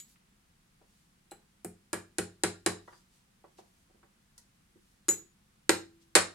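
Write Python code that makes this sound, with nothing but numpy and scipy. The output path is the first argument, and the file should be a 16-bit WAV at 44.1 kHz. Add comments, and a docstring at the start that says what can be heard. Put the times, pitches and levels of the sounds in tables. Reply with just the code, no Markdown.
"""A cobbler nails a steel toe plate to a leather boot held on his knee, in a small, quiet workshop.
First, six taps of growing force set the nail; each impact cracks, excites the damped modes of the
hollow boot and reverberates in the room. In the pause that follows, the hands shift their grip, with
soft knocks and friction on the leather. Then the broad hammer face strikes three times: the first blow
glances off the plate and leaves the steel ringing, and the last two, the hardest, drive the nail home."""
import sys
import numpy as np
from scipy import signal
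from scipy.fft import rfft, irfft
from scipy.io import wavfile
from scipy.ndimage import uniform_filter1d

SR = 44100
rng = np.random.default_rng(int(sys.argv[2]) if len(sys.argv) > 2 else 0)


def bounce(signal):
    """Save signal as a 16-bit WAV file at the path given by the first command-line argument."""
    frames = np.transpose(np.atleast_2d(signal))
    limited = np.clip(frames, -1, 1)
    pcm = np.round(limited * 32767).astype(np.int16)
    wavfile.write(sys.argv[1], SR, pcm)


N = 279594
AGE = np.arange(int(.7 * SR)) / SR  # time since the onset of an event [s]

# background noise of the building (frequency [Hz], spectral level [dB])
AIR_SPECTRUM = [(15, -43), (25, 0.5), (44, -2), (97, -5.5), (212, -1), (249, -10), (335, -14.5), (463, -21),
                (545, -18.5), (591, -33.5), (641, -21.5), (1520, -20.5), (6380, -26.5), (9320, -26),
                (16000, -37)]
# reverberation time of the workshop (frequency [Hz], t60 [s])
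ROOM_DECAY = [(250, 0.29), (1000, 0.25), (4000, 0.28), (8000, 0.23), (10500, 0.2), (13000, 0.17)]
# first reflections from bench and floor (delay [s], level [dB], left minus right [dB])
EARLY_REFLECTIONS = [(.0053, -14.5, -0.5), (0.0119, -16, 0)]
# standing waves of the workshop (frequency [Hz], level [dB], t60 [s])
STANDING_WAVES = [(79.6, -25.5, 0.2), (96.4, -25, 0.47), (123.6, -26.5, 0.26), (178.9, -18, 0.32),
                  (221, -19.5, .25), (344.3, -28.5, 0.21), (415, -22, 0.32)]
# fingers and sleeve sliding on leather (midpoint [s], length [s], level [dB], band centre [Hz])
LEATHER_SCUFFS = [(0.104, 0.059, -67.5, 6630), (0.972, 0.15, -75.5, 5400), (2.937, 0.13, -69, 4820),
                  (3.158, 0.078, -72, 5160), (3.592, .025, -62.5, 4200), (3.73, 0.39, -78.5, 5970),
                  (4.892, .12, -76.5, 6000), (6.024, 0.024, -68.5, 4420)]
# the fading end of a steel clink at the start, then boot and handle knocks
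# (time [s], level [dB], band centre [Hz], relative handle ring [dB])
SOFT_KNOCKS = [(0.001, -51.5, 2860, -41), (0.156, -62.5, 1770, -25), (0.812, -58.5, 584, -17),
               (2.876, -45, 940, -5), (2.925, -50.5, 1080, -16), (3.44, -47.5, 635, -19.5),
               (3.584, -47.5, 627, -29), (4.028, -57, 1120, -18), (4.378, -46, 6520, -22),
               (4.754, -58.5, 200, -25.5)]
# modes of the wooden handle (frequency [Hz], level [dB], t60 [s])
HANDLE_MODES = [(501, -5, .09), (974, -3, .13), (1384, 0, .11), (1938, -1, .09)]
# modes of the boot on its last (frequency [Hz], level [dB], t60 [s])
BOOT_MODES = [(243.8, -19.5, 0.053), (345.4, -0.5, 0.11), (339, -34, 0.9), (366.2, -9.5, 0.21),
              (422, -11, 0.12), (498, -10.5, 0.11), (604, -15, 0.02), (1300, -24.5, 0.06)]
# bending modes of the hard leather sole (frequency [Hz], level [dB], t60 [s])
SOLE_MODES = [(810, -14, 0.11), (1100, -23, 0.12), (1366, -12, 0.042), (1420, -19.5, 0.049),
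              (1970, -19.5, .04), (2450, -17.5, 0.063)]
# modes of the toe plate (frequency [Hz], level [dB], t60 [s])
PLATE_MODES = [(6175, -23, .14), (6810, -14, .11), (6907, 0, .105), (10300, -14, .04), (10560, -16, .05)]
# modes of the hammer head (frequency [Hz], level [dB], t60 [s])
HEAD_MODES = [(2869, -22, .08), (4040, -5, .065), (7704, 0, .17), (7790, -5, .14), (9700, -10, .12),
              (13320, -7, .22), (13410, -12, .14)]
# clack of the sole (frequency [Hz], spectral level [dB])
CLACK_SPECTRUM = [(40, -27.5), (150, -26), (330, -1.5), (520, 2.5), (1100, -1.5), (1450, 2), (2300, -3),
                  (3000, -9), (5000, -22.5), (16000, -50.5)]
# crack of steel on steel (frequency [Hz], spectral level [dB])
CRACK_SPECTRUM = [(200, -32.5), (600, -17), (2000, -6.5), (3200, -8.5), (4000, -0.5), (5100, -1),
                  (6000, -4.5), (7300, 4), (9900, 4), (11300, -8), (14000, -15), (16500, -32)]
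# bare steel meeting the plate (time [s], plate ring [dB], head ring [dB], head tilt [dB/octave],
# tick [dB], left minus right [dB])
PLATE_CLINKS = [(0.001, -43, -50.5, 3.5, -42, -1), (1.3116, -70, -52, -10, -43, -1),
                (5.0894, -14.5, -28, 0.5, -27.5, 1.5), (5.693, -32.5, -44.5, 13.5, -28.5, -2)]
# blows on the nail (time [s], force [dB], firmness of the last under the sole [dB], rattle [dB],
# sole note [Hz], note level [dB])
HAMMER_BLOWS = [(1.316, -28, 7.5, -14, 810, -41), (1.6464, -17, -1.5, -15.5, 725, -37.5),
                (1.9303, -8.5, 2.5, -7, 694, -40.5), (2.1841, -5.5, 0, -10.5, 510, -35),
                (2.4355, -1.5, 0, -8.5, 817, -31), (2.662, -2, 1, -9, 822, -30.5),
                (5.0834, -7.5, 0, -10.5, 350, -32.5), (5.6932, 4, 1, -17.5, 1366, -22.5),
                (6.1523, 2, -3, 5.5, 495, -17.5)]

# the parts of a blow: base level [dB], growth with force [dB/dB]
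CRACK_DB, CRACK_GROWTH = -14.5, 1.08
CLACK_DB, CLACK_GROWTH = -21, 1.21
THUMP_DB, THUMP_GROWTH = -20.5, 0.9
RING_DB, RING_GROWTH = -55, .45
BOOM_DB, BOOM_GROWTH = -13.5, 0.73
# a harder blow stays longer in contact, so its crack is duller [dB/octave; the same per dB of force]
CRACK_TILT_DB, DULLING_DB = -5.5, 1
RATTLE_LOSS = 0.18  # energy spent on rattling the plate is lost to the boot's thump [dB/dB]
TURN_S = 4.5  # the hammer is turned from its narrow peen to its broad face
FACE_RING_DB, FACE_BOOM_DB, FACE_TILT_DB = 14.5, -8, 2.5  # face relative to peen; tilt per octave


def undb(db):
    """Amplitude ratio of a level in decibels."""
    return 10 ** (np.asarray(db) / 20)


def fade(t60):
    """Exponential damping: the level falls 60 dB in t60 seconds."""
    return np.exp(-np.log(1000) * AGE / np.maximum(t60, 1e-4))


def rise(build_s):
    """Onset transient: the amplitude builds smoothly from rest."""
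    return 1 - np.exp(-(AGE / build_s) ** 2)


def along(points, hz):
    """Interpolation of (frequency, value) points on a logarithmic frequency axis."""
    frequency, value = np.transpose(points)
    return np.interp(np.log(hz + 1), np.log(frequency), value)


def bins(x):
    """Frequencies of a signal's Fourier spectrum."""
    return np.fft.rfftfreq(x.shape[-1], 1 / SR)


def band(hz, centre_hz, octaves):
    """Band-pass response in dB, nearly flat for the given octaves on each side of its centre."""
    return -10 * np.log10(1 + (np.log2((hz + 1) / centre_hz) / octaves) ** 6 / 2)


def colour(x, db):
    """Minimum-phase filtering: a causal response of unit power, shaped by the given dB per bin."""
    n = x.shape[-1]
    gain = undb(db) / np.sqrt(np.mean(undb(2 * db)))
    cepstrum = irfft(np.log(gain + 1e-6), n)
    cepstrum[1:n // 2] *= 2
    cepstrum[n // 2 + 1:] = 0
    return irfft(rfft(x) * np.exp(rfft(cepstrum)), n)


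def low_cut(x, hz):
    """High-pass filtering: little sound remains below the given frequency."""
    return signal.sosfilt(signal.butter(2, hz, "highpass", fs=SR, output="sos"), x)


def stereo_noise(correlation):
    """Partial coherence: left and right noise share a common component."""
    mid, side = rng.standard_normal((2, len(AGE)))
    return (np.sqrt(1 + correlation) * mid + np.sqrt(1 - correlation) * np.array([side, -side])) / 2 ** .5


def whiten(x, width_hz):
    """Spectral whitening levels the chance humps of a burst; a taper closes its end."""
    spectrum = rfft(x)
    width_bins = max(int(width_hz * x.shape[-1] / SR), 1)
    power = uniform_filter1d(abs(spectrum) ** 2, width_bins, axis=-1)
    taper = np.clip(2 * (1 - AGE / AGE[-1]), 0, 1) ** 2
    return irfft(spectrum * np.sqrt(power.mean() / power), x.shape[-1]) * taper


def ring(modes, scatter_db=0, detune=0, lag_s=0):
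    """Free vibration: damped modes, scattered by the contact point, reach the right side lag_s later."""
    hz, db, t60 = np.transpose(modes)[:, :, None]
    size, shift = rng.standard_normal((2, len(modes), 1))
    envelope = undb(db + scatter_db * size) * fade(t60)
    wave = np.sum(envelope * np.sin(2 * np.pi * hz * (1 + detune * shift) * AGE), axis=0)
    return np.array([wave, np.interp(AGE - lag_s, AGE, wave)])


def add(out, s, sound, pan_db=0):
    """Superposition: a stereo sound joins the mix at time s."""
    start = max(int(s * SR), 0)
    part = sound[:, :max(N - start, 0)]
    out[:, start:start + part.shape[1]] += part * undb(np.array([[pan_db], [-pan_db]]) / 2)


def air(level_db=-69):
    """Ambient noise: a faint building rumble, nearly coherent on both sides, under a diffuse hiss."""
    mid, side = rng.standard_normal((2, N))
    hz = bins(mid)
    gain = undb(along(AIR_SPECTRUM, hz))
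    width = undb(along([(60, -16.0), (200, -14.0), (500, 2.5), (4000, -0.5)], hz))
    mid = irfft(rfft(mid) * gain, N)
    side = irfft(rfft(side) * gain * width, N)
    return undb(level_db) * (mid + np.array([side, -side])) / mid.std()


def reverberation(x, wet_db, correlation, build_s):
    """Repeated reflection from bench, floor and walls builds a dense tail that loses its treble first."""
    noise = stereo_noise(correlation)
    spectrum, hz = rfft(noise), bins(noise)
    centres, decays = np.transpose(ROOM_DECAY)
    tail = 0
    for share, t60 in zip(np.eye(len(centres)), decays):
        band_gain = along(np.c_[centres, share], hz)
        tail = tail + irfft(spectrum * band_gain, len(AGE)) * fade(t60)
    tail = whiten(tail * rise(build_s), width_hz=50) * rise(build_s)
    tail *= undb(wet_db) / np.sqrt(np.sum(tail ** 2) / 2)
    return signal.fftconvolve(x, tail, axes=1)[:, :N]


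def slide(out, middle_s, length_s, db, hz, octaves):
    """Sliding friction: grainy noise swells and fades with the contact pressure."""
    grains = stereo_noise(correlation=0.21) * undb(4.3 * rng.standard_normal(len(AGE)))
    scuff = colour(grains, band(bins(grains), hz, octaves))
    start = max(middle_s - 1.5 * length_s, 0)
    pressure = np.exp(-2 * ((start + AGE - middle_s) / length_s) ** 2)
    add(out, start, undb(db) * pressure * scuff / scuff.std())


def knock(hz, handle_db, reference_hz=806):
    """Damped impact: a lower knock starts more softly, lasts longer and shakes the boot more."""
    octave = np.log2(hz / reference_hz)
    stretch = 2 ** (-0.21 * octave)
    burst = stereo_noise(correlation=0.2) * fade(0.069 * stretch)
    burst = whiten(burst, width_hz=200 / stretch)
    burst = colour(burst, band(bins(burst), hz, octaves=0.61))
    boot_db = -7.5 - 6 * octave
    modes = [(f, db + boot_db, t60) for f, db, t60 in BOOT_MODES]
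    modes += [(f, db + handle_db, t60) for f, db, t60 in HANDLE_MODES]
    bodies = ring(modes, scatter_db=1, detune=.006, lag_s=.0001)
    return (burst + bodies) * rise(build_s=0.0023 * stretch ** 2)


def handling():
    """Light impact and friction: knocks, finger taps, and skin and cloth scuffing the leather."""
    out = np.zeros((2, N))
    for s, db, hz, handle_db in SOFT_KNOCKS:
        add(out, s, undb(db) * knock(hz, handle_db))
    # faint finger taps while the grip on the boot changes
    from_s, to_s, tap_db, tap_hz = 3.78, 4.15, -63, 555
    taps = rng.random(size=(3, 2))
    for k, (when, pitch) in enumerate(taps):
        tap = knock(tap_hz * 2 ** (pitch - .5), handle_db=-19.5)
        add(out, from_s + (to_s - from_s) * (k + when) / len(taps), undb(tap_db) * tap)
    for scuff in LEATHER_SCUFFS:
        slide(out, *scuff, octaves=0.811)
    # a thin scrape as the fingers let go of the nail
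    slide(out, middle_s=2.955, length_s=.045, db=-69.5, hz=4820, octaves=.025)
    return out


def contact(spectrum, t60, rattle_db, rattle_t60, correlation, tilt_db=0):
    """Broadband excitation: a brief hard contact, then nail and plate chatter against the sole."""
    envelope = np.hypot(fade(t60), undb(rattle_db) * fade(rattle_t60))
    burst = whiten(stereo_noise(correlation) * envelope, width_hz=890)
    hz = bins(burst)
    return colour(burst, along(spectrum, hz) + tilt_db * np.log2(1 + hz / 1000))


def steel_crack(rattle_db, tilt_db):
    """Impulsive excitation: steel meeting steel radiates a bare pulse and a burst of contact noise."""
    burst = contact(CRACK_SPECTRUM, t60=0.017, rattle_db=rattle_db - 5.5, rattle_t60=0.083,
                    correlation=0.27, tilt_db=tilt_db)
    impulse = np.tile(1. * (AGE == 0), (2, 1))
    return burst + undb(-8) * colour(impulse, along(CRACK_SPECTRUM, bins(impulse)))


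def sole_clack(rattle_db):
    """Bending vibration of the sole: leather yields, so its clack swells just behind the crack."""
    burst = contact(CLACK_SPECTRUM, t60=0.043, rattle_db=rattle_db, rattle_t60=0.15, correlation=.7)
    bending = ring(SOLE_MODES, scatter_db=2, detune=.02, lag_s=.00003)
    return (burst + bending) * rise(build_s=0.0018)


def boot_thump(body_db, note_hz, note_db):
    """Resonance of the hollow boot, with a short sole note that depends on nail depth and grip."""
    note = undb(note_db) * ring([(note_hz, 0, .055)], lag_s=.0001)
    body = undb(body_db) * ring(BOOT_MODES, scatter_db=1, detune=.012, lag_s=.0003)
    return (note + body) * rise(build_s=0.0016)


def plate_clink(plate_db, head_db, tilt_db):
    """Free vibration of plate and hammer head; tilt_db sets how brightly the head rings."""
    modes = [(hz, db + head_db + tilt_db * np.log2(hz / 7000), t60) for hz, db, t60 in HEAD_MODES]
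    modes += [(hz, db + plate_db, t60) for hz, db, t60 in PLATE_MODES]
    return ring(modes, lag_s=.00002)


def hammering():
    """Impact excitation: crack, clack, ring, thump and room boom each grow as a power of the force."""
    impacts, steel, thump, boom = np.zeros((4, 2, N))
    for s, force_db, firm_db, rattle_db, note_hz, note_db in HAMMER_BLOWS:
        face = s > TURN_S
        tilt_db = CRACK_TILT_DB - DULLING_DB * force_db + face * FACE_TILT_DB
        crack_db = CRACK_DB + CRACK_GROWTH * force_db
        ring_db = RING_DB + RING_GROWTH * force_db + face * FACE_RING_DB
        thump_db = THUMP_DB + THUMP_GROWTH * force_db - RATTLE_LOSS * rattle_db
        # a firmly backed sole clacks; a loosely backed one gives way and booms
        clack_db = CLACK_DB + CLACK_GROWTH * force_db + firm_db
        boom_db = BOOM_DB + BOOM_GROWTH * force_db - firm_db + face * FACE_BOOM_DB
        add(impacts, s, undb(crack_db) * steel_crack(rattle_db, tilt_db))
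        add(impacts, s, undb(clack_db) * sole_clack(rattle_db))
        add(steel, s, undb(ring_db) * ring(HEAD_MODES, scatter_db=1, detune=.0005, lag_s=.00003))
        add(thump, s, boot_thump(thump_db, note_hz, note_db))
        standing = ring(STANDING_WAVES, scatter_db=1, detune=.006)
        add(boom, s, undb(boom_db) * rise(build_s=0.0093) * standing)
    for s, plate_db, head_db, tilt_db, tick_db, pan_db in PLATE_CLINKS:
        tick = contact(CRACK_SPECTRUM, t60=.006, rattle_db=-12.5, rattle_t60=0.041, correlation=.3)
        add(impacts, s, undb(tick_db) * tick, pan_db)
        add(steel, s, plate_clink(plate_db, head_db, tilt_db), pan_db)
    return impacts, steel, low_cut(thump, hz=200), low_cut(boom, hz=55)


def scene():
    """Superposition of direct sound, early reflections, reverberation and ambient noise."""
    impacts, steel, thump, boom = hammering()
    bright = impacts + handling()
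    echoes = reverberation(bright, wet_db=-6.5, correlation=.45, build_s=0.0035)
    echoes += reverberation(thump, wet_db=-9.0, correlation=.8, build_s=0.0064)
    echoes += reverberation(steel, wet_db=-11.0, correlation=.1, build_s=0.01)
    for delay, db, pan_db in EARLY_REFLECTIONS:
        add(echoes, delay, undb(db) * bright, pan_db)
    return bright + steel + thump + boom + echoes + air()


def record(dry):
    """Clipping at full scale, then band limiting by a steep low-pass filter."""
    top_hz = 16400
    return signal.sosfilt(signal.ellip(8, .2, 70, top_hz, fs=SR, output="sos"), np.clip(dry, -1, 1))


dry = scene()
out = record(dry)
bounce(out)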